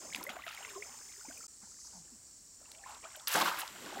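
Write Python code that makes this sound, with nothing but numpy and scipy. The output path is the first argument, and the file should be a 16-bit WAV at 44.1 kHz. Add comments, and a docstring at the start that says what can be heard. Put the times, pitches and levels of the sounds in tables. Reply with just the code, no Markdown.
"""A shallow pond among trees: children wade, and legs and a bucket stir up swishes, drips and gurgles.
After an abrupt change of place a wicker fish trap is lifted, dripping, and plunged into the water:
its rim slaps the surface, spray flies through the canes, the water churns and drops fall back.
The water sounds by impact and by bubble resonance, trapped air ringing like a mass on a spring.
Cicadas buzz throughout, their rapid clicks forcing narrow body resonances."""
import sys
import numpy as np
from scipy import signal
from scipy.fft import rfft, irfft
from scipy.io import wavfile
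from scipy.ndimage import uniform_filter1d, map_coordinates

SR = 44100
rng = np.random.default_rng(int(sys.argv[2]) if len(sys.argv) > 2 else 0)


def to_wav(s):
    """Save 16-bit WAV."""
    ch = np.atleast_2d(s).T  # columns
    pcm = np.round(np.clip(ch, -1, 1) * 32767)  # PCM
    wavfile.write(sys.argv[1], SR, pcm.astype(np.int16))


N = 176400
TIME, BIN_HZ = np.arange(N) / SR, np.arange(N // 2 + 1) * SR / N
PLACE_CHANGE_S, PLUNGE_ATTACK_S, BUBBLE_RISE_OCT = 1.474, .004, 0.38

# Envelopes of the plunge; the wash is the wave rolling back on the trap: time_s, relative_level_db
SPRAY_ENVELOPE = [(3.274, -42.5), (3.302, -39.5), (3.338, -34.5), (3.4, -34.5), (3.416, -35.5),
                  (3.432, -40), (3.484, -34.5), (3.515, -44.5), (3.574, -46), (3.606, -41), (3.634, -51),
                  (3.73, -55), (4.0, -52)]
CHURN_ENVELOPE = [(3.274, -47.5), (3.342, -39.5), (3.354, -24.5), (3.392, -29.5), (3.414, -24.5),
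                  (3.444, -31.5), (3.456, -28), (3.576, -44.5), (3.582, -38), (3.738, -59.5), (3.76, -50)]
GULP_ENVELOPE = [(3.32, -70), (3.328, -98), (3.348, -40), (3.45, -43.5), (3.522, -66), (3.582, -58.5),
                 (3.656, -81), (3.72, -60)]
WASH_ENVELOPE = [(3.70, -84), (3.82, -54), (3.9, -61), (4, -77)]
# Their spectra: frequency_hz, gain_db
SPRAY_SPECTRUM = [(1290, 1.5), (2200, 0.5), (2310, -4), (2700, -0.5), (4940, -6), (6430, -10.5),
                  (10000, -15), (10400, -20), (11400, -10.5), (15800, -14)]
CHURN_SPECTRUM = [(520, -0.5), (680, -6.5), (900, 1.5), (1200, 0), (1600, -1), (1950, -16), (2600, -13)]
GULP_SPECTRUM = [(110, -19), (160, -6), (210, 1.5), (260, -6.5), (340, 2), (520, -13.5)]
WASH_SPECTRUM = [(160, 5), (260, 7), (420, 8.5), (700, -27)]
def plunge():
    """Air entrainment: the trap drives air under; small bubbles ring high, large pockets low."""
    spray = bubble_cloud(SPRAY_SPECTRUM, cycles=8.5, size_db=2.5, foam_db=-3, count=2500)
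    churn = bubble_cloud(CHURN_SPECTRUM, cycles=29, size_db=3.5, foam_db=-9, count=700)
    gulp = bubble_cloud(GULP_SPECTRUM, cycles=16.6, size_db=2, foam_db=0, count=200)
    crackle = spatter(N, hz=7500, width_hz=9000, size_db=5, count=7000)  # drops on cane and water
    wash = bubble_cloud(WASH_SPECTRUM, cycles=17, size_db=3, foam_db=0, count=250)
    tail_trim = from_db(-13 * np.maximum(TIME - 3.84, 0))  # the last spray holds nearly level, a faint fizz
    return (tail_trim * burst(SPRAY_ENVELOPE) * (spray + from_db(-13.5) * crackle)
            + from_db(-5.5) * burst(CHURN_ENVELOPE) * churn
            + from_db(-2) * burst(GULP_ENVELOPE) * gulp
            + burst(WASH_ENVELOPE) * wash)


def bubble_cloud(spectrum, cycles, size_db, foam_db, count):
    """Superposition: many random bubbles merge into an even stream over foam noise."""
    out, start_s = np.zeros(N), SPRAY_ENVELOPE[0][0] - PLUNGE_ATTACK_S
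    for when, pitch, size, ring, sign in rng.random((count, 5)):
        hz = (np.sqrt(spectrum[0][0]) * (1 - pitch) + np.sqrt(spectrum[-1][0]) * pitch) ** 2
        gain = size_gain(size, size_db) * hz ** .75 * np.sign(sign - .5)
        tone = bubble(hz, cycles * (.5 + ring) / hz, BUBBLE_RISE_OCT * ring)
        add(out, start_s + when * (N / SR - start_s), gain * tone)
    out = colour(out, spectrum)
    power = uniform_filter1d(out ** 2, size=1500)
    even = out / np.sqrt(np.abs(power) + power.max() / 1000)
    return (even + from_db(foam_db) * noise(spectrum)) / np.sqrt(1 + from_db(2 * foam_db))


def bubble(hz, t60_s, rise_oct):
    """Damped oscillation: a bubble rings, gliding in pitch as it nears the surface."""
    age = np.arange(int(t60_s * SR) + 4) / (t60_s * SR)  # share of the ring time
    envelope = (1 - np.exp(-age / 0.057)) * np.exp(-np.log(1000) * age)
    pitch_hz = np.minimum(hz * 2 ** (rise_oct * age), SR / 2)
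    return envelope / envelope.max() * np.sin(2 * np.pi * np.cumsum(pitch_hz) / SR)


# Pushes of water: start_s, length_s, level_db, centre_hz, spread_oct
WATER_PUSHES = [(-.02, 0.15, -55.5, 915, 1.19), (0.127, 0.18, -52.5, 1200, 1.2),
                (.275, .15, -52.5, 1252, 1.1), (0.393, .10, -57.5, 2700, 0.9),
                (.46, 0.15, -49.5, 2166, 0.86), (0.57, 0.22, -52.5, 1744, 0.99),
                (.76, 0.34, -60, 1350, 1.1), (1.036, 0.29, -64.5, 1910, 1), (1.256, 0.23, -63, 1204, 1.12),
                (1.602, 0.18, -73, 1163, 1.35), (1.822, 0.52, -71.5, 983, 0.97),
                (2.577, 0.34, -68, 1337, 1.22), (2.827, .19, -60, 2270, 0.78),
                (2.86, 0.14, -54.5, 1067, 0.35), (3.022, 0.077, -54, 1006, 0.75),
                (3.084, 0.19, -59.5, 1337, 0.7), (3.729, 0.24, -58, 1030, 1.55),
                (3.82, 0.34, -47.5, 966, 1.12)]
def swishes(count=150):
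    """Displacement: water pushed aside swells and ebbs, shedding bubbles, foam and tiny impacts."""
    out, octave = np.zeros(N), np.log2(np.arange(1, SR // 2 + 2))
    for start_s, length_s, db, centre_hz, spread_oct in WATER_PUSHES:
        n, fizz = int(length_s * SR), np.zeros(N)
        for (when, size, ring), scatter in zip(rng.random((count, 3)), rng.standard_normal(count)):
            hz = np.clip(centre_hz * 2 ** (spread_oct * scatter), 180, 9000)
            gain = size_gain(size, size_db=3) * np.sqrt(min(hz, centre_hz))
            tone = bubble(hz, t60_s=21 * (.5 + ring) / hz, rise_oct=2 * BUBBLE_RISE_OCT * ring)
            add(fizz, when * length_s, gain * tone)
        detuning = (octave - np.log2(centre_hz)) / (2.8 * spread_oct)
        band = (1 + detuning ** 2) ** -2.2 / np.sqrt(2 ** octave + centre_hz)
        foam = from_db(-7.5) * rms_one(irfft(rfft(rng.standard_normal(SR)) * band)[:n])
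        ticks = from_db(-11) * spatter(n, hz=2700, width_hz=2000, size_db=3.5, count=70)
        swell = np.sqrt(np.interp(np.arange(n) / n, [0, 0.23, 1], [0, 1, 0]))
        add(out, max(start_s, 0), from_db(db) * swell * (rms_one(fizz[:n]) + foam + ticks))
    return out


# Single bubbles and drips: start_s, pitch_hz, peak_db, t60_s, rise_oct
SINGLE_BUBBLES = [(.047, 684, -47, 0.035, -0.63), (.126, 2140, -38, 0.018, 0.42),
                  (0.1473, 2360, -26, 0.0041, 0.71), (0.16, 2180, -34, 0.012, 0.41),
                  (.152, 230, -55, 0.087, 0.54), (.211, 1004, -41.5, 0.033, 0.0043),
                  (0.266, 1990, -35, 0.028, 0.15), (.270, 520, -42.5, 0.076, 1.19),
                  (.291, 1400, -38.5, 0.017, 0.31), (.292, 2130, -33, 0.0095, 0.12),
                  (.301, 810, -43, 0.03, -0.49), (.298, 260, -49, 0.054, -0.64),
                  (.314, 612, -48, 0.053, -0.12), (.3655, 700, -39.5, 0.038, 0.4),
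                  (0.363, 1576, -47, 0.041, 0.5), (.391, 1060, -44, 0.04, 0.95),
                  (0.42, 2270, -44, 0.024, 1.5), (.437, 1970, -42, 0.041, 0.3),
                  (.466, 666, -43, 0.048, 0.27), (0.4657, 1650, -36, 0.0066, 0.12),
                  (.479, 1350, -38, 0.02, -0.31), (.510, 1360, -43, 0.017, 0.11),
                  (.510, 2800, -42, 0.014, -0.25), (.575, 2090, -39, 0.019, 0.44),
                  (.633, 1420, -44.5, 0.014, 0.3), (0.6484, 2030, -34.5, 0.013, 0.07),
                  (0.691, 2320, -44, 0.018, 0.15), (.750, 1150, -48, 0.043, 0.14),
                  (.761, 1020, -42.5, 0.049, 0.26), (.757, 368.7, -42.5, 0.17, 0.57),
                  (.775, 660, -44.5, 0.027, 0.63), (0.8229, 2080, -35.5, 0.026, 0.69),
                  (.942, 940, -52.5, 0.039, -0.14), (1.09, 2130, -56, 0.042, -0.051),
                  (1.211, 1450, -49, 0.022, -0.093), (1.248, 783, -48, 0.053, 1.35),
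                  (1.283, 287, -46, 0.053, -0.32), (1.285, 2170, -51, 0.03, 0.053),
                  (1.298, 625, -50.5, 0.058, 0.68), (1.31, 1530, -45, 0.019, 0.044),
                  (1.374, 2430, -47.5, 0.021, -0.085), (1.406, 1280, -49.5, 0.026, 0.65),
                  (1.439, 1270, -51, 0.031, 0.28), (1.628, 225, -56.5, 0.085, -0.73),
                  (1.635, 794, -55, 0.02, 0.4), (1.945, 188.4, -58, 0.28, -0.83),
                  (2.118, 277, -55.5, 0.14, -1.7), (2.614, 700, -54, 0.023, -1.1),
                  (2.655, 2790, -56.5, 0.02, .1), (2.838, 1740, -44, 0.021, 0.05),
                  (2.860, 1014, -43.5, .045, -0.081), (2.890, 840, -45, 0.065, 0.15),
                  (2.912, 905, -52, 0.039, 0.022), (2.933, 885, -48.5, 0.034, 0.12),
                  (3.04, 2330, -45, .025, 0.11), (3.045, 658, -48.5, 0.075, -0.16),
                  (3.052, 1160, -41.5, 0.031, 0.94), (3.148, 1500, -48, 0.028, 0.51),
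                  (3.168, 580, -52.5, 0.073, 0.39), (3.197, 3320, -48.5, 0.021, 0.77),
                  (3.353, 1467, -24, 0.016, 0.64), (3.365, 743, -30, 0.06, -0.54),
                  (3.411, 1220, -33, 0.024, -0.055), (3.425, 910, -19, 0.0083, 0.23),
                  (3.455, 1080, -28.5, 0.054, 0.38), (3.481, 1210, -22.5, 0.012, -0.34),
                  (3.514, 1190, -33, .03, 0.65), (3.533, 1450, -35, 0.02, 0.42),
                  (3.541, 986, -43, 0.061, 0.11), (3.581, 1380, -39, 0.022, .1),
                  (3.595, 1640, -44, 0.031, 0.7), (3.618, 1200, -40, 0.021, 0.68),
                  (3.630, 797, -37.5, 0.043, 1.18), (3.958, 720, -42.5, 0.064, 0.58),
                  (3.992, 1430, -39, 0.047, 0.36)]
def plinks():
    """Frequency modulation: a lone bubble's pitch wobbles as it deforms."""
    out, wobble = np.zeros(N), 1 + 0.032 * drift(190)
    for start_s, hz, db, t60_s, rise_oct in SINGLE_BUBBLES:
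        ring = bubble(hz, t60_s, rise_oct)
        clock = np.cumsum(np.roll(wobble, -int(start_s * SR))[:len(ring)])
        add(out, start_s, from_db(db) * np.interp(clock, np.arange(len(ring)), ring))
    return out


# Drops striking the surface and ticks of cane: start_s, peak_db, centre_hz, t60_s
IMPACTS = [(0.148, -25, 2930, 0.0035), (.158, -37, 11100, 0.016), (.161, -31.5, 3670, 0.013),
           (.228, -37, 5200, .02), (0.238, -29, 13300, 0.022), (.293, -34, 2900, 0.07),
           (.466, -38, 2600, 0.06), (.4795, -34, 2530, 0.013), (0.49, -35, 2170, 0.01),
           (0.548, -37, 3620, 0.0093), (.548, -40, 10000, .006), (.649, -38, 2400, 0.015),
           (1.378, -42, 13000, 0.011), (2.717, -45.5, 11000, 0.014), (2.7162, -37.5, 4130, 0.015),
           (2.748, -45, 2620, 0.033), (.134, -37, 3560, 0.014), (0.302, -38, 2800, .012),
           (0.365, -40.5, 1540, 0.013), (0.693, -46, 3020, 0.022), (2.912, -50, 4200, .07),
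           (2.946, -43, 3580, 0.018), (3.047, -46, 3300, .012), (3.122, -51, 12000, .012),
           (3.156, -39, 3360, .018), (3.163, -41, 11500, 0.022), (3.1975, -43, 3950, .014),
           (3.2723, -21.5, 4600, 0.029), (3.2812, -15.5, 11500, 0.0016), (3.283, -29, 12000, 0.049),
           (3.317, -27, 6050, 0.0056), (3.339, -22.5, 5600, 0.037), (3.358, -26.5, 7400, 0.089),
           (3.3553, -18.5, 1580, 0.0064), (3.412, -23.5, 2350, 0.0071), (3.414, -22, 3900, 0.045),
           (3.604, -30, 7340, 0.019), (3.617, -31, 3500, 0.013), (3.677, -34, 4180, 0.0097),
           (3.861, -39.5, 4870, 0.011), (3.976, -49, 13000, .008)]
def smacks():
    """Impact excitation: a click at first contact, then a short, broad ring."""
    out, age_s = np.zeros(N), np.arange(SR // 10) / SR
    for start_s, db, hz, t60_s in IMPACTS:
        envelope = (1 - np.exp(-age_s / 0.00028)) * np.exp(-np.log(1000) * age_s / t60_s)
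        ring = resonate(rng.standard_normal(len(age_s)) * envelope, hz, 0.27 * hz)
        click = resonate(resonate(1. * (age_s == 0), hz, hz), hz, hz)
        add(out, start_s, from_db(db) * (ring / np.abs(ring).max() + 0.22 * click / np.abs(click).max()))
    return out


# Water running off legs, bucket and trap: start_s, length_s, typical_peak_db, typical_pitch_hz
RUNOFF = [(0.099, 0.29, -47, 1600), (0.457, 0.29, -59, 2000), (.732, 0.33, -61, 1840),
          (1.077, 0.37, -55.5, 2200), (1.624, 0.29, -61.5, 1450), (2.681, 0.29, -57, 2920),
          (3.001, 0.21, -58, 2700), (3.52, 0.16, -43.5, 1920)]
def dribbles(count=14, spread_oct=.8, spread_db=4):
    """Bubble resonance: each small drop traps air that rings briefly with rising pitch."""
    out = np.zeros(N)
    for start_s, length_s, db, typical_hz in RUNOFF:
        for k, (when, pitch, size) in enumerate(rng.uniform(-1, 1, (count, 3))):
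            hz = typical_hz * 2 ** (spread_oct * pitch)
            tone = bubble(hz, t60_s=25 / hz, rise_oct=0.37)
            add(out, start_s + length_s * (k + when) / count, from_db(db + spread_db * size) * tone)
    return out


# Closing hollows in the water: start_s, length_s, level_db, start_hz, end_hz
HOLLOWS = [(0.151, 0.097, -57, 215, 332), (.215, 0.087, -58.5, 296, 638), (0.31, 0.12, -62, 692, 1249),
           (0.65, 0.13, -61.5, 466, 362), (0.779, 0.19, -63.5, 430, 1398), (1.612, 0.041, -66.5, 886, 1960),
           (1.928, 0.06, -61.5, 820, 745), (1.93, 0.085, -64.5, 195, 159.5), (2.621, 0.21, -77, 600, 1100),
           (2.722, 0.27, -63, 572, 1163), (3.193, 0.083, -62, 752, 1240), (3.783, 0.2, -62, 209, 332)]
def gurgles(width_share=0.16, steady_cycles=8.4):
    """Cavity resonance: a steady flow rings a hollow whose pitch glides as the water closes in."""
    out = np.zeros(N)
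    for start_s, length_s, db, start_hz, end_hz in HOLLOWS:
        along = np.linspace(0, 1, int(length_s * SR))
        ring = resonate(rng.standard_normal(SR), start_hz, width_share * start_hz)
        ring = resonate(ring, start_hz, 4 * width_share * start_hz)
        power = uniform_filter1d(ring ** 2, size=int(steady_cycles * SR / start_hz))
        clock = SR / 10 + np.cumsum((end_hz / start_hz) ** along)
        glide = np.interp(clock, np.arange(SR), ring / np.sqrt(power + 1e-12))
        add(out, start_s, from_db(db) * rms_one(glide) * np.sqrt(np.abs(np.sin(np.pi * along))))
    return out


# Showers of fine droplets: start_s, length_s, level_db
SHOWERS = [(0.142, 0.2, -63), (0.445, 0.11, -64.5), (0.565, 0.19, -67.5), (2.861, .12, -71),
           (3.04, 0.19, -75), (3.32, .035, -40.5), (3.584, 0.029, -43.5), (3.801, 0.19, -78)]
def patter():
    """Impact noise: fine droplets fall back on the surface as bright ticks."""
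    out = np.zeros(N)
    for start_s, length_s, db in SHOWERS:
        ticks = spatter(int(length_s * SR), hz=12100, width_hz=5800, size_db=5.5, count=55)
        add(out, start_s, from_db(db) * ticks)
    return out


def spatter(n, hz, width_hz, size_db, count):
    """Shot noise: tiny random impacts of very uneven size over n samples; rms 1."""
    when, size, sign = rng.random((count, 3)).T
    clicks = np.zeros(n + 1)
    np.add.at(clicks, (when * n).astype(int), size_gain(size, size_db) * np.sign(sign - .5))
    return rms_one(resonate(resonate(clicks[:n], hz, width_hz), hz, 2 * width_hz))


def banks(x, gain_db=-19, t60_s=0.48, lowpass_hz=4060):
    """Diffuse reflection: the shore scatters back a faint, dull tail."""
    age_s = np.arange(SR // 2) / SR
    tail = rng.standard_normal(len(age_s)) * np.exp(-np.log(1000) * age_s / t60_s) * (age_s > .008)
    tail = signal.lfilter([1], [1, -np.exp(-2 * np.pi * lowpass_hz / SR)], tail)
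    return from_db(gain_db) * signal.fftconvolve(x, tail / np.linalg.norm(tail))[:N]


# Envelopes of a near chorus, a far chorus and one brief caller: time_s, level_db
NEAR_ENVELOPE = [(0, -52), (.16, -51.5), (.22, -63), (.46, -70), (.58, -56.5), (.70, -53), (.88, -52),
                 (1.15, -54), (1.38, -52.5), (1.47, -51.5)]
FAR_ENVELOPE = [(0, -55.5), (.45, -70), (1.0, -58), (1.5, -55.5), (2.08, -56.5), (2.7, -57.5), (3.2, -55),
                (4, -58)]
CALL_ENVELOPE = [(1.5, -89), (1.62, -63), (1.8, -56.5), (2.0, -57.5), (2.07, -90)]
# Their body resonances: pitch_hz, nominal_width_hz, relative_level_db
NEAR_RESONANCES = [(4560, 100, -13), (4970, 62, -4.5), (5350, 170, -2.5), (6120, 200, -0.5),
                   (6410, 140, -2), (7040, 330, 3), (7720, 120, -6), (8180, 200, -3), (9250, 1100, -8),
                   (14300, 500, -14)]
FAR_RESONANCES = [(4560, 1120, -7), (5350, 270, -7), (5790, 600, -4.5), (6730, 390, -3), (7310, 69, -1),
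                  (7770, 750, 1.5), (8510, 1000, -5.5), (9380, 1340, -8)]
CALL_RESONANCES = [(4960, 1400, -3), (6460, 1000, 1.5), (10600, 2100, -12.5)]
# The near chorus starts again a little sharp, then settles: time_s, pitch_rise_share
NEAR_DETUNING = [(.2, .005), (.6, .045), (.74, .035), (.86, 0)]
def cicadas(first_place):
    """Incoherent sources add: two choruses, a brief call and one insect holding a thin tone."""
    near = buzz(NEAR_RESONANCES, clicks_per_s=410, jitter=0.016, throb_db=0.3, sharp=curve(NEAR_DETUNING))
    far = buzz(FAR_RESONANCES, clicks_per_s=430, jitter=0.049, throb_db=0.42)
    shrill = buzz([(7074, 80, 0)], clicks_per_s=430, jitter=0.014, throb_db=2)
    call = buzz(CALL_RESONANCES, clicks_per_s=430, jitter=0.027, throb_db=2)
    return (level(NEAR_ENVELOPE) * first_place * near + level(FAR_ENVELOPE) * far
            + level(CALL_ENVELOPE) * call + from_db(-67) * shrill)


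def buzz(modes, clicks_per_s, jitter, throb_db, sharp=0):
    """Forced vibration: rasping clicks drive a cicada's body resonances; the level throbs a little."""
    phase = np.cumsum(clicks_per_s * (1 + jitter * drift(7.4))) / SR
    rasp = rng.standard_normal(N) * (0.5 + np.exp(-4 * (phase % 1)))
    body = np.zeros(N)
    for k, (hz, width_hz, db) in enumerate(modes):
        ring = resonate(resonate(rasp, hz, 1.07 * width_hz), hz, 1.07 * width_hz)
        body += (-1) ** k * from_db(db) * rms_one(ring)
    if np.any(sharp):
        body = map_coordinates(body, [np.cumsum(np.ones(N) + sharp)], order=5, mode="mirror")
    return rms_one(body) * from_db(throb_db * drift(25))


# Spectra of the open air and of a high hiss: frequency_hz, gain_db
AIR_SPECTRUM = [(28, -13), (42, -6.5), (62, -2.5), (90, -8), (160, -12.5), (280, -11), (450, -18.5),
                (700, -20.5), (1850, -22.5), (3600, -28.5)]
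HISS_SPECTRUM = [(3000, 4), (4500, -10), (9000, 6.5), (10500, 1.5), (11700, 7), (13000, 5.5), (14500, 8.5),
                 (16000, 7.5)]
def open_air(first_place):
    """Ambient noise: a steady low rush, and a hiss that is 6 dB louder in the first place."""
    return from_db(-69) * noise(AIR_SPECTRUM) + from_db(-72 + 6 * first_place) * noise(HISS_SPECTRUM)


def from_db(db):
    """Decibels to amplitude ratio."""
    return 10 ** (np.asarray(db) / 20)


def rms_one(x):
    """Normalisation to unit rms."""
    return x / np.sqrt(np.mean(x ** 2) + 1e-20)


def size_gain(chance, size_db):
    """Exponential distribution of level, capped: many weak events, few strong ones."""
    return from_db(size_db * np.minimum(-np.log(1 - chance), 4))


def curve(rows):
    """Linear interpolation of (time_s, value) rows."""
    return np.interp(TIME, *np.transpose(rows))


def level(rows):
    """Amplitude envelope from (time_s, level_db) rows."""
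    return from_db(curve(rows))


def burst(rows):
    """Transient envelope: a fast attack before the first row, exponential decay after the last."""
    attack = np.clip((TIME - rows[0][0]) / PLUNGE_ATTACK_S + 1, 0, 1)
    return level(rows) * attack * np.exp(-np.maximum(TIME - rows[-1][0], 0) / 0.058)


def colour(x, spectrum):
    """Spectral shaping, falling 15.6 dB an octave past the ends of the spectrum."""
    hz, db = np.transpose(spectrum)
    octave, known = np.log2(np.maximum(BIN_HZ, 1)), np.log2(hz)
    beyond_oct = np.abs(octave - np.clip(octave, known[0], known[-1]))
    return irfft(rfft(x) * from_db(np.interp(octave, known, db) - 15.6 * beyond_oct), N)


def noise(spectrum):
    """Coloured Gaussian noise; rms 1."""
    return rms_one(colour(rng.standard_normal(N), spectrum))


def drift(rate_hz):
    """Slow random fluctuation: low-passed noise; rms 1."""
    return rms_one(irfft(rfft(rng.standard_normal(N)) / (1 + (BIN_HZ / rate_hz) ** 2), N))


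def resonate(x, hz, width_hz):
    """Second-order resonance with unit peak gain."""
    r = np.exp(-np.pi * width_hz / SR)
    feedback = [1, -2 * r * np.cos(2 * np.pi * hz / SR), r * r]
    return signal.lfilter(np.array([1, 0, -1]) * (1 - r * r) / 2, feedback, x)


def add(out, start_s, sound):
    """Superpose a short sound at start_s."""
    i = int(start_s * SR)
    if 0 <= i < N:
        out[i:i + len(sound)] += sound[:N - i]


def scene():
    """Superposition: water close by with its reflections, cicadas and open air behind."""
    first_place = TIME < PLACE_CHANGE_S
    water = plunge() + swishes() + plinks() + smacks() + dribbles() + gurgles() + patter()
    return (water + banks(water) + cicadas(first_place) + open_air(first_place))[None]


def record(dry, gap_s=.012, cutoff_hz=15800):
    """Gating and band limiting: an instant of silence at the change of place; the top treble is cut."""
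    gate = uniform_filter1d((np.abs(TIME - PLACE_CHANGE_S) > gap_s / 2) * 1., size=40)
    lowpass = signal.ellip(10, .2, 70, cutoff_hz, fs=SR, output="sos")
    return signal.sosfilt(lowpass, dry * gate)


dry = scene()
out = record(dry)
to_wav(out)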